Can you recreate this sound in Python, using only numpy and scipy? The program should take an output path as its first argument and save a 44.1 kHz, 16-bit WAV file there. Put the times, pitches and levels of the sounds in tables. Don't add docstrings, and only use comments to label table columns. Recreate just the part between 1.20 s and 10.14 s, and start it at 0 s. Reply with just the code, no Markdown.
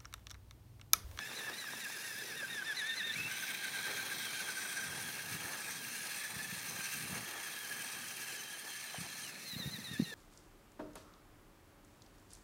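import sys
import numpy as np
from scipy import signal
from scipy.fft import rfft, irfft
from scipy.io import wavfile
from scipy.ndimage import uniform_filter1d, map_coordinates

SR = 44100
rng = np.random.default_rng(int(sys.argv[2]) if len(sys.argv) > 2 else 0)


def waveform_to_disk(signal):
    frames = np.transpose(np.atleast_2d(signal))
    scaled = np.clip(frames, -1, 1) * 32767
    samples = np.round(scaled).astype(np.int16)
    wavfile.write(sys.argv[1], SR, samples)


N = 394254
TIME = np.arange(N) / SR
RACE_START_S, RACE_END_S = 2.12, 8.05


def undb(db):
    return np.exp(np.asarray(db) * (np.log(10) / 20))


def unit(x):
    return x / np.sqrt(np.mean(x ** 2))


def curves(rows):
    s, *columns = np.transpose(rows)
    return [np.interp(TIME, s, c) for c in columns]


def walk(rate):
    k = max(int(SR / rate), 2)
    steps = np.repeat(rng.standard_normal(N // k + 1), k)
    return unit(uniform_filter1d(uniform_filter1d(steps, k), k)[:N])


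def turns(hz):
    return 2 * np.pi * np.cumsum(hz) / SR


def around(s, reach_s):
    return slice(max(int((s - reach_s) * SR), 0), int((s + reach_s) * SR))


def bell(s, width_s):
    out, near = np.zeros(N), around(s, 4 * width_s)
    out[near] = np.exp(-((TIME[near] - s) / width_s) ** 2)
    return out


def swells(rows, width_s):
    return sum(undb(db) * bell(s, width_s) for s, db in rows)


def impacts(rate, scatter_db):
    struck = np.flatnonzero(rng.random(N) < rate / SR)
    sign, size = rng.standard_normal((len(struck), 2)).T
    return np.bincount(struck, np.sign(sign) * undb(scatter_db * size), N)


def ring(x, hz, width):
    b, a = signal.iirpeak(hz, hz / width, fs=SR)
    return unit(signal.lfilter(b, a, signal.lfilter(b, a, x)))


def moving_band(x, phase, width_hz, order=2):
    carrier = np.exp(1j * phase)
    lowpass = signal.butter(order, width_hz / 2, fs=SR, output="sos")
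    return np.real(signal.sosfilt(lowpass, x / carrier) * carrier)


def colour(x, points):
    hz, db = np.transpose(points)
    bins = np.maximum(np.arange(N // 2 + 1) * SR / N, 1)
    return unit(irfft(rfft(x) * undb(np.interp(np.log(bins), np.log(hz), db)), N))


# t/s, level/dB
AIR_LEVEL = [(0, -60.5), (.8, -62.5), (1.15, -58), (1.5, -63), (2.2, -58.5), (4.5, -59.5), (6.2, -66),
             (6.8, -62), (7.3, -65.5), (8.1, -60), (8.94, -67)]
# f/Hz, level/dB
AIR_SPECTRUM = [(20, -31), (40, 1), (62, -24), (80, -24), (98, -6), (118, 0.5), (160, -1), (240, 1.5),
                (320, -9.5), (450, -21), (1000, -22.5)]
# t/s, duration/s, relative level/dB
WIND_GUSTS = [(1.985, 0.078, -52), (3.692, 0.18, -52), (4.121, 0.11, -50.5), (4.497, 0.058, -60),
              (5.118, .45, -57.5), (5.778, 0.2, -51), (7.802, 0.037, -58), (8.38, 0.22, -53.5),
              (8.733, 0.11, -52.5)]
# t/s, peak level/dB, f/Hz
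EDDIES = [(5.165, -38, 128.5), (5.328, -36.5, 176), (5.375, -42, 129), (5.591, -39, 166.6),
          (5.928, -35, 162), (7.785, -36, 149.7), (7.815, -37, 169.3), (8.334, -40.5, 168),
          (8.365, -32.5, 165), (8.401, -36, 188.4), (8.46, -31, 130), (8.475, -31, 170),
          (8.545, -38, 161.3), (8.589, -36.5, 213), (8.714, -33.5, 161.5), (8.736, -36.5, 149.5),
          (8.8, -18.5, 237), (8.822, -26.5, 187.6), (8.828, -32, 175.6)]
def wind(gust_rise_s=0.061, gust_fall_s=0.066, eddy_rise_s=0.0022, eddy_fall_s=0.004):
    air_db, = curves(AIR_LEVEL)
    out = colour(rng.standard_normal(N), AIR_SPECTRUM) * undb(air_db + 1.7 * walk(8))
    gusts = np.zeros(N)
    for s, length, db in WIND_GUSTS:
        edges = np.minimum((TIME - s) / gust_rise_s, (s + length - TIME) / gust_fall_s)
        gusts += undb(db) * np.exp(np.minimum(0, edges))
    out += ring(impacts(400, 0.55), 150, 163) * gusts * undb(-2 + 0.45 * walk(25))
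    for s, db, hz in EDDIES:
        near = around(s, 1 / 20)
        age = TIME[near] - s
        envelope = np.exp(np.minimum(age / eddy_rise_s, -age / eddy_fall_s))
        out[near] -= undb(db) * envelope * np.cos(2 * np.pi * hz * age)
    return out


# t/s, level/dB
CRUNCH_LEVEL = [(0, -54.5), (0.9, -58), (1.5, -56.5), (2.3, -55), (3.4, -52), (4.6, -55.5), (5.5, -56),
                (6.7, -55.5), (7.5, -58), (8.1, -58), (8.94, -61)]
# f/Hz, level/dB
CRUNCH_SPECTRUM = [(190, -12), (330, -2.5), (431, -2), (594, -5), (857, -0.5), (1080, -4.5), (1230, -1),
                   (1380, -2.5), (1450, -2.5), (1880, 0.5), (3190, -120)]
# t/s, level/dB, half-width/s
SNOW_LUMPS = [(0.114, -54, 0.035), (0.212, -53, 0.023), (0.3, -52, 0.042), (2.314, -54, 0.022),
              (2.696, -53, .03), (2.858, -54, 0.012), (4.338, -50.5, 0.1), (5.177, -55, 0.07),
              (5.913, -53, 0.03), (5.978, -48.5, 0.029), (6.157, -49.5, 0.016)]
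def snow():
    db, = curves(CRUNCH_LEVEL)
    lumps = sum(undb(lump_db) * bell(s, width_s) for s, lump_db, width_s in SNOW_LUMPS)
    grains = impacts(2500, 1.74) * undb(1.3 * walk(40))
    return colour(grains, CRUNCH_SPECTRUM) * np.hypot(undb(db + walk(9)), lumps)


# t/s, level/dB
HULL_SCUFFS = [(0.17, -58), (1.06, -57.5), (1.17, -63), (2.72, -57), (7.15, -61.5)]
def scuffs(hz=418, width_hz=240):
    return ring(impacts(350, 2.8), hz, width_hz) * swells(HULL_SCUFFS, width_s=0.068)


# t/s, level/dB
SPRAY_LEVEL = [(0, -60.5), (0.69, -59), (1.2, -62), (1.7, -66), (2.14, -55.5), (3.5, -56), (6.3, -56.5),
               (8.05, -61), (8.17, -70), (8.3, -58), (8.94, -65)]
# f/Hz, level/dB
SPRAY_SPECTRUM = [(6000, -40), (11000, -10), (11800, -4), (13200, 0), (14200, -0.5), (14900, -3),
                  (15600, -4.5), (17500, -20)]
def spray(load, shaft):
    db, = curves(SPRAY_LEVEL)
    grains = impacts(9000, 4.6) * undb(shaft + 2 * load + 0.82 * walk(30) + .6 * walk(7))
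    return colour(grains, SPRAY_SPECTRUM) * undb(db)


# t/s, peak level/dB, f/Hz
LINK_KNOCKS = [(0.296, -42, 900), (0.298, -38, 4500), (0.441, -38, 1293), (0.533, -39, 1132),
               (0.537, -42, 523), (0.538, -45, 3000), (0.7, -40, 863), (1.02, -44.5, 439.7),
               (1.226, -41, 549.4), (2.69, -49, 399.4), (7.744, -37.5, 724)]
def knocks(t60_s=0.019):
    out = np.zeros(N)
    age = np.arange(SR // 10) / SR
    for s, db, hz in LINK_KNOCKS:
        slap = rng.standard_normal(len(age)) * undb(-60 * age / t60_s)
        burst = ring(slap, hz, 0.73 * hz)
        start = int(s * SR)
        out[start:start + len(age)] += undb(db) * burst / np.abs(burst).max()
    return out


# t/s, level/dB, f/Hz
HIGH_SQUEAKS = [(4.52, -53, 6200), (4.57, -56, 6170), (5.5, -48, 6170), (5.64, -46, 6100),
                (5.95, -53, 6200), (6.27, -54, 6160), (7.2, -49.5, 6150), (8.04, -52, 8980)]
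def squeaks(width_s=0.023, width_hz=450):
    out, excitation = np.zeros(N), impacts(1500, 1.1)
    for s, db, hz in HIGH_SQUEAKS:
        near = around(s, 4 * width_s)
        out[near] += ring(excitation[near], hz, width_hz) * undb(db) * bell(s, width_s)[near]
    return out


# t/s, body level/dB, treble level/dB
RATTLE_LEVEL = [(0, -58.5, -58), (0.65, -57, -56), (1.3, -57.5, -57), (1.9, -53.5, -58),
                (2.15, -50.5, -53.5), (3.6, -53.5, -50), (4.8, -53.5, -49), (6.3, -54, -50.5),
                (7.3, -56.5, -50.5), (8.05, -56, -51.5), (8.14, -58.5, -58.5), (8.3, -62, -59.5),
                (8.94, -64.5, -61)]
# f/Hz, bandwidth/Hz, gain crawling/dB, gain racing broadside/dB, gain racing away/dB
HOUSING_BODY_MODES = [(1753, 633, -0.5, -7.5, -2), (2197, 640, 1, 2.3, -0.8), (2643, 370, 0.7, -4, 0.5),
                      (3480, 540, -2, -3, -8), (3967, 430, -3, -3, -6), (1249, 185, -15, -13.5, -8.5)]
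HOUSING_TREBLE_MODES = [(4610, 1440, -2.5, -5.5, -7.5), (5080, 530, -6, -7, -11.5),
                        (5630, 470, -4, -6.5, -10.5), (6150, 540, -3, -3, -6.5), (7100, 2500, -1, -5.5, -7),
                        (9035, 1490, -5, -0.5, -3.5), (9780, 1460, 0, -6.5, -8.5),
                        (12150, 800, -7, -15, -10.5)]
def rattle(tooth_hz, load, shaft, racing, treble_db_per_octave=7):
    body_db, treble_db = curves(RATTLE_LEVEL)
    surge_octaves = np.log2(tooth_hz / uniform_filter1d(tooth_hz, size=SR // 3))
    treble_db = treble_db + treble_db_per_octave * surge_octaves
    away = np.interp(TIME, [3.2, 4.1], [0, 1])
    pulsing = undb(2.1 * load + 0.65 * shaft + 0.5 * walk(26) + 0.56 * walk(80))
    out = 0
    for modes, db in ((HOUSING_BODY_MODES, body_db), (HOUSING_TREBLE_MODES, treble_db)):
        shared = impacts(5000, 6.6)
        for hz, width, crawl_db, side_db, away_db in modes:
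            strikes = (impacts(5000, 5.4) + 0.4 * shared) * pulsing
            mode_db = (1 - racing) * crawl_db + racing * (side_db + (away_db - side_db) * away)
            out = out + ring(strikes, hz, width) * undb(db + mode_db + 0.76 * walk(14))
    return out


def hull_flex(x, shift_s=.0022):
    return map_coordinates(x, [(TIME + shift_s * walk(6)) * SR], order=2, mode="mirror")


def near_echo(x, delay_s=.00147, drift=.02, echo_db=-14.5):
    lag_s = delay_s * (1 + drift * walk(1.5))
    return x - undb(echo_db) * map_coordinates(x, [(TIME - lag_s) * SR], order=3)


# f/Hz, bandwidth/Hz, gain/dB
NOTCHES = [(2920, 210, -7), (4880, 260, -2), (5450, 280, -1), (6760, 290, -2), (11030, 470, -7)]
def drifting_notches(x, drift=.018):
    tuning = 1 + drift * walk(2.03)
    for hz, width, db in NOTCHES:
        band = 2 * moving_band(x, turns(hz * tuning), width, order=1)
        x = x - (1 - undb(db)) * band
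    return x


# t/s, level/dB
TURN_RASPS = [(2.62, -54.5), (3.1, -56)]
def rasping(load, shaft, hz=4010, width_hz=670):
    strikes = impacts(3700, 3.8) * undb(1.53 * shaft + 3 * load)
    return ring(strikes, hz, width_hz) * swells(TURN_RASPS, width_s=0.25)


# t/s, level/dB
GEAR_RING_LEVEL = [(1.9, -80), (2.4, -60), (3.3, -59), (3.9, -66), (5.1, -56), (6.3, -63), (6.9, -60),
                   (7.9, -57.5), (8.2, -59.5)]
def gear_ring(load, shaft, hz=4185, width_hz=300):
    db, = curves(GEAR_RING_LEVEL)
    strikes = impacts(1800, 2.6) * undb(0.68 * shaft + 4 * load + 2 * walk(30))
    phase = turns(hz * (1 + 0.021 * walk(14)))
    return undb(db) * unit(moving_band(strikes, phase, width_hz))


# t/s, relative groan level/dB, half-width/s
HARD_TUGS = [(2.117, -42, 0.017), (2.18, -51, 0.026), (2.23, -45.0, 0.019), (2.305, -43.5, 0.021),
             (2.416, -47, 0.021), (2.448, -40.5, 0.013), (2.489, -49, 0.017), (2.554, -40.5, 0.021),
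             (2.596, -46.5, 0.022), (2.658, -40, 0.02), (2.704, -46, 0.01), (2.736, -46.5, 0.013),
             (2.779, -42.5, 0.013), (2.811, -48.0, 0.025), (2.87, -50.0, 0.014), (2.921, -45.5, 0.022),
             (3.018, -45.0, 0.02), (3.161, -50, 0.019), (3.206, -44.5, 0.013), (3.293, -43, 0.026),
             (3.38, -45.0, 0.012), (3.449, -48, 0.023), (3.528, -48, 0.012), (3.582, -40.5, 0.019),
             (3.638, -41.5, 0.014), (3.672, -50, 0.011), (3.723, -47.0, 0.022), (3.792, -49.5, 0.026),
             (3.884, -47.0, 0.025), (3.95, -49.5, 0.016), (4.0, -43, 0.014), (4.087, -50.0, 0.023),
             (4.137, -50.0, 0.016), (4.17, -48.5, 0.011), (4.205, -50.5, 0.014), (4.338, -45.5, 0.02),
             (4.408, -48.0, 0.021), (4.486, -45, 0.011), (4.558, -50.5, 0.017), (4.63, -51.0, 0.025),
             (4.751, -51, 0.024), (4.807, -48, 0.015), (4.843, -49, 0.026), (4.918, -43, 0.013),
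             (5.022, -48.0, 0.019), (5.052, -43.5, 0.017), (5.201, -44.5, 0.019), (5.251, -43.0, 0.011),
             (5.346, -49, 0.012), (5.472, -52, 0.024), (5.56, -49.0, 0.011), (5.604, -50.0, 0.023),
             (5.643, -47.5, 0.025), (5.738, -46.5, 0.014), (5.947, -48, 0.028), (6.072, -53, 0.025),
             (6.185, -50.0, 0.028), (6.274, -46.5, 0.017), (6.379, -45, 0.013), (6.447, -49, 0.023),
             (6.523, -44, 0.018), (6.573, -51, 0.026), (6.609, -49, 0.019), (6.657, -48.0, 0.012),
             (6.742, -56, 0.023), (6.824, -52, 0.015), (6.911, -53, 0.013), (7.034, -47, 0.024),
             (7.089, -49.0, 0.023), (7.183, -51.0, 0.026), (7.301, -54, 0.015), (7.338, -49, 0.012),
             (7.476, -49, 0.015), (7.559, -50.5, 0.014), (7.928, -53.5, 0.026), (7.996, -53, 0.013)]
def tugs(sag_s=0.0242):
    strain, sag = np.zeros(N), np.zeros(N)
    for s, db, width_s in list(HARD_TUGS) + light_tugs():
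        near = around(s, 1 / 10)
        age = TIME[near] - s
        strain[near] = np.maximum(strain[near], undb(db) * np.exp(-(age / width_s) ** 2))
        sag[near] += 2 * age / sag_s * np.exp(-(age / sag_s) ** 2)
    return strain, sag


def light_tugs(count=140, per_s=21, jitter_s=0.0083, width_s=.014, first_db=-50, fade_db_per_s=1.5):
    late, size = rng.standard_normal((count, 2)).T
    elapsed = np.arange(count) / per_s + jitter_s * late
    levels_db = first_db - fade_db_per_s * elapsed + 3 * size
    return [(s, db, width_s) for s, db in zip(RACE_START_S + elapsed, levels_db)
            if s < RACE_END_S and min(abs(s - hard) for hard, *_ in HARD_TUGS) > .7 / per_s]


# t/s at mid-chirp, gain/dB
LINK_CHIRPS = [(2.151, 4.5), (2.295, -1), (2.375, -1), (2.45, 3), (2.555, 0), (2.665, 5.5), (2.77, 3),
               (2.865, 1), (3.005, 2.5), (3.085, 3), (3.165, 1), (3.265, 2), (3.52, 4), (3.7, 1), (3.87, 1),
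               (4.2, 0), (4.6, 3), (5.5, 0), (6.43, -1), (6.525, -1), (6.605, 1), (6.675, 2), (6.77, 2),
               (6.835, 2), (6.9, 1), (7.03, -1), (7.1, 0), (7.18, 1), (7.265, -1), (7.336, 4.5), (7.42, -3),
               (7.51, 3), (7.6, -2), (7.675, -1), (7.765, 5), (7.84, -2), (7.92, 2), (8.06, 0.5)]
def links(per_s=12, pull_share=.75, chirp_s=.045, between_db=-3):
    s, db = np.transpose(LINK_CHIRPS)
    links_passed = np.cumsum(np.maximum(np.round(np.diff(s, prepend=s[0]) * per_s), 1))
    cycle = np.interp(TIME, s, links_passed) + pull_share / 2
    pull = -signal.sawtooth(2 * np.pi * cycle, pull_share)
    swing = pull * (1 + .25 * walk(10)) + .3 * walk(14)
    uneven_db = 1.2 * walk(22)
    clear = np.minimum(sum(bell(at, chirp_s) for at in s), 1)
    return swing, clear * np.interp(TIME, s, db) + (1 - clear) * between_db + uneven_db


# t/s, tooth rate f/Hz, nominal ring of the loose gears f/Hz
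GEAR_RATES = [(0, 1761, 1666), (1.94, 2002, 1550), (1.955, 2262, 1540), (1.97, 2320, 1504),
              (1.985, 2573, 1520), (2.085, 2693, 1527), (2.11, 2953, 1560), (2.25, 3188, 1563),
              (2.9, 3260, 1585), (3.5, 3225, 1550), (4.25, 3267, 1663), (4.65, 3190, 1595),
              (5.18, 3377, 1728), (5.65, 3124, 1568), (6.1, 3267, 1717), (6.78, 3152, 1625),
              (8.025, 3180, 1717), (8.06, 2890, 1707), (8.11, 2596, 1670), (8.27, 2085, 1665)]
# t/s, lowest tooth rate f/Hz, recovered tooth rate f/Hz, recovery time/s,
# stress gain of the whine/dB, gain of its octave on the way down/dB
TRACK_SNAGS = [(0.035, 1700, 1847, 0.046, 3, 0), (0.115, 1702, 2016, 0.048, -6, 0.5),
               (0.215, 1749, 1795, 0.051, 0, 4), (0.295, 1665, 1877, 0.033, 7, 0),
               (0.36, 1859, 2022, 0.019, -2, 0), (0.49, 1604, 1865, 0.042, 3.5, -0.5),
               (0.575, 1708, 1964, 0.026, -1, 0), (0.672, 1577, 1827, 0.051, 4, -1),
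               (0.782, 1590, 1887, 0.051, 1, 1), (0.955, 1614, 1788, 0.04, -11, -4),
               (1.025, 1678, 1947, 0.038, 0, 0), (1.135, 1634, 1872, 0.029, -3, -2),
               (1.25, 1530, 1883, 0.05, 4, -1), (1.43, 1494, 1802, 0.032, -5, -2),
               (1.53, 1617, 2033, 0.04, -1, 1.5), (1.625, 1668, 1822, 0.052, -3, 2),
               (1.742, 1790, 2075, 0.028, 2.5, -0.5), (1.82, 1681, 1840, 0.02, 3, -3),
               (1.916, 1772, 1993, 0.027, 2, -1), (8.355, 1834, 2105, 0.01202, 0, -1),
               (8.44, 1805, 1929, 0.03, 3.5, 4), (8.497, 1830, 2072, 0.021, 1, 1),
               (8.575, 1768, 2075, 0.015, 4, 2.5), (8.622, 1780, 2050, 0.016, -1, -8.5),
               (8.68, 1820, 1875, 0.027, -1, 1.5), (8.77, 1697, 1870, 0.022, 2.5, 1.5),
               (8.818, 1845, 2090, 0.012, -2, 0.5), (8.86, 1856, 1866, .01, -5, 5),
               (8.94, 1696, 1900, 0.033, 2, 1.5)]
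def motor(droop_power=1.7):
    course = [(s, hz, 1) for s, hz, _ in GEAR_RATES]
    for s, low_hz, free_hz, spring_s, *_ in TRACK_SNAGS:
        course += [(s, low_hz, droop_power), (s + spring_s, free_hz, 1)]
    s, hz, power = np.transpose(sorted(course))
    knots = np.arange(len(s))
    leg, part = np.divmod(np.interp(TIME, s, knots), 1)
    next_knot = np.minimum(leg.astype(int) + 1, len(s) - 1)
    return np.interp(leg + part ** power[next_knot], knots, hz)


def stress(width_s=0.015, lead_s=0.014):
    s, *_, stress_db, octave_db = np.transpose(TRACK_SNAGS)
    pressed_db = sum(db * bell(at - lead_s, width_s) for at, db in zip(s, stress_db))
    next_snag = np.minimum(np.searchsorted(s, TIME), len(s) - 1)
    return np.array([pressed_db, uniform_filter1d(octave_db[next_snag], size=SR // 200)])


def slack(tooth_hz, unloaded_db=-10.5, full_hz_per_s=9000):
    acceleration = uniform_filter1d(np.gradient(tooth_hz) * SR, size=SR // 200)
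    return unloaded_db * np.clip(acceleration / full_hz_per_s, 0, 1) ** 2


# t/s, relative level/dB
CHATTER_LEVEL = [(2.06, -50), (2.11, -47), (3.6, -47.5), (4.3, -55), (5.1, -50.5), (5.9, -56), (6.5, -52),
                 (8.0, -51.5), (8.25, -89)]
def chatter(strain, sag, shaft, swing):
    db, = curves(CHATTER_LEVEL)
    _, ring_hz = curves(GEAR_RATES)
    phase = turns(ring_hz * (1.008 - 0.031 * sag + .02 * swing))
    groan = np.sin(phase + .4 * walk(400) + .5 * walk(90)) * undb(1.5 * shaft + .8 * walk(80))
    strikes = impacts(2500, 2) * undb(2 * shaft + 2.1 * walk(60))
    ringing = unit(moving_band(strikes, phase, width_hz=150))
    return undb(db - 5.5) * ringing + undb(-0.5) * strain * unit(groan)


# f/Hz, gain/dB
HOUSING_RESPONSE = [(1450, 1), (1570, 1.5), (1700, 1.5), (1790, -3), (1870, -4), (2050, -8.5), (2300, 3),
                    (2650, -7), (2950, -10), (3150, -11.5), (3420, -8.5), (3600, -1.5), (3800, -1.5),
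                    (4050, 2), (4250, -9.5), (4800, -22), (6200, -6.5)]
def radiated(hz):
    points_hz, db = np.transpose(HOUSING_RESPONSE)
    return np.interp(np.log(hz), np.log(points_hz), db)


# t/s, fundamental level/dB, octave level/dB
WHINE_LEVEL = [(0, -46.5, -50), (1.1, -45, -50.5), (1.3, -43.5, -44), (1.48, -37, -43), (1.9, -37.5, -35.5),
               (2.08, -32, -46), (2.1, -48, -47), (2.22, -45, -45), (2.3, -42, -54), (3.1, -40.5, -55),
               (4.3, -43.5, -60), (5.6, -43.5, -52), (6.2, -40, -52), (6.75, -42.5, -54), (7.3, -42, -53),
               (8.0, -46, -49), (8.04, -38, -44), (8.11, -46, -48), (8.135, -61, -58), (8.17, -63, -62),
               (8.245, -70, -58), (8.265, -50, -40.5), (8.4, -49, -46.5), (8.94, -46, -50.5)]
# t/s, roughness (1 = ordinary)
TOOTH_PLAY = [(0, 1.35), (1.1, 1), (1.5, .8), (2.05, .7), (2.2, 1.1), (7.9, 1.1), (8.05, .6), (8.26, .85),
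              (8.94, .8)]
def whine(tooth_hz, racing, shaft, chirp_db, stage_ratio=4):
    first_db, octave_db = curves(WHINE_LEVEL) + slack(tooth_hz) + stress()
    rough, = curves(TOOTH_PLAY)
    jitter = (.008 + .009 * racing) * walk(900)
    mesh = turns(tooth_hz * (1 + jitter + .005 * rough * shaft))
    flutter_db = 1.7 * walk(150) + .8 * shaft
    rasp = rough * (.45 * walk(700) + .35 * walk(220))
    first_db += chirp_db + radiated(tooth_hz) + flutter_db
    octave_db += radiated(2 * tooth_hz) + 0.8 * flutter_db + 2 * rough * walk(200)
    first = undb(first_db) * np.sin(mesh + racing * rasp)
    octave = undb(octave_db) * np.sin(2 * mesh + rasp)
    far_db = -6.5 * TIME / TIME[-1]
    panels = sum(1 / (1 + ((3 * tooth_hz - hz) / 150) ** 2) for hz in (5070, 6120))
    third = undb(-50.5 + far_db - 5 * racing + 2 * walk(120)) * panels * np.sin(3 * mesh + rasp / 2)
    slow_stage = undb(-70 + 6.6 * walk(60)) * np.sin(mesh / stage_ratio + 1.7 * walk(200))
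    side_panel = 1 / np.hypot(1, (1.5 * tooth_hz - 2650) / 190)
    side = undb(-55 + far_db + 3.6 * walk(90)) * side_panel * (1 - racing) * np.sin(1.5 * mesh + rasp)
    return first + octave + third + slow_stage + side


def scene(shaft_teeth=43, tug_drag=.004, link_drag=.027, speed_up_s=0.11, slow_down_s=0.203):
    tooth_hz = motor()
    ramp_s = [RACE_START_S - speed_up_s, RACE_START_S, RACE_END_S, RACE_END_S + slow_down_s]
    racing = np.interp(TIME, ramp_s, [0, 1, 1, 0])
    strain, sag = tugs()
    load = strain / strain.max()
    shaft = np.sin(turns(tooth_hz / shaft_teeth))
    swing, chirp_db = links()
    tooth_hz = tooth_hz * (1 - tug_drag * sag + link_drag * racing * swing)
    gears = whine(tooth_hz, racing, shaft, racing * chirp_db) + chatter(strain, sag, shaft, swing)
    scrape = rasping(load, shaft) + gear_ring(load, shaft)
    clatter = hull_flex(rattle(tooth_hz, load, shaft, racing)) + squeaks() + spray(load, shaft)
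    clatter *= undb(0.55 * walk(8) + 1.1 * walk(130))
    vehicle = gears + drifting_notches(scrape + near_echo(clatter))
    return (vehicle + snow() + scuffs() + knocks() + wind())[None]


def record(dry):
    low_hz, top_hz = 66, 15800
    thin = signal.sosfilt(signal.butter(4, low_hz, "high", fs=SR, output="sos"), dry)
    return signal.sosfilt(signal.ellip(10, .2, 70, top_hz, fs=SR, output="sos"), thin)


dry = scene()
out = record(dry)
waveform_to_disk(out)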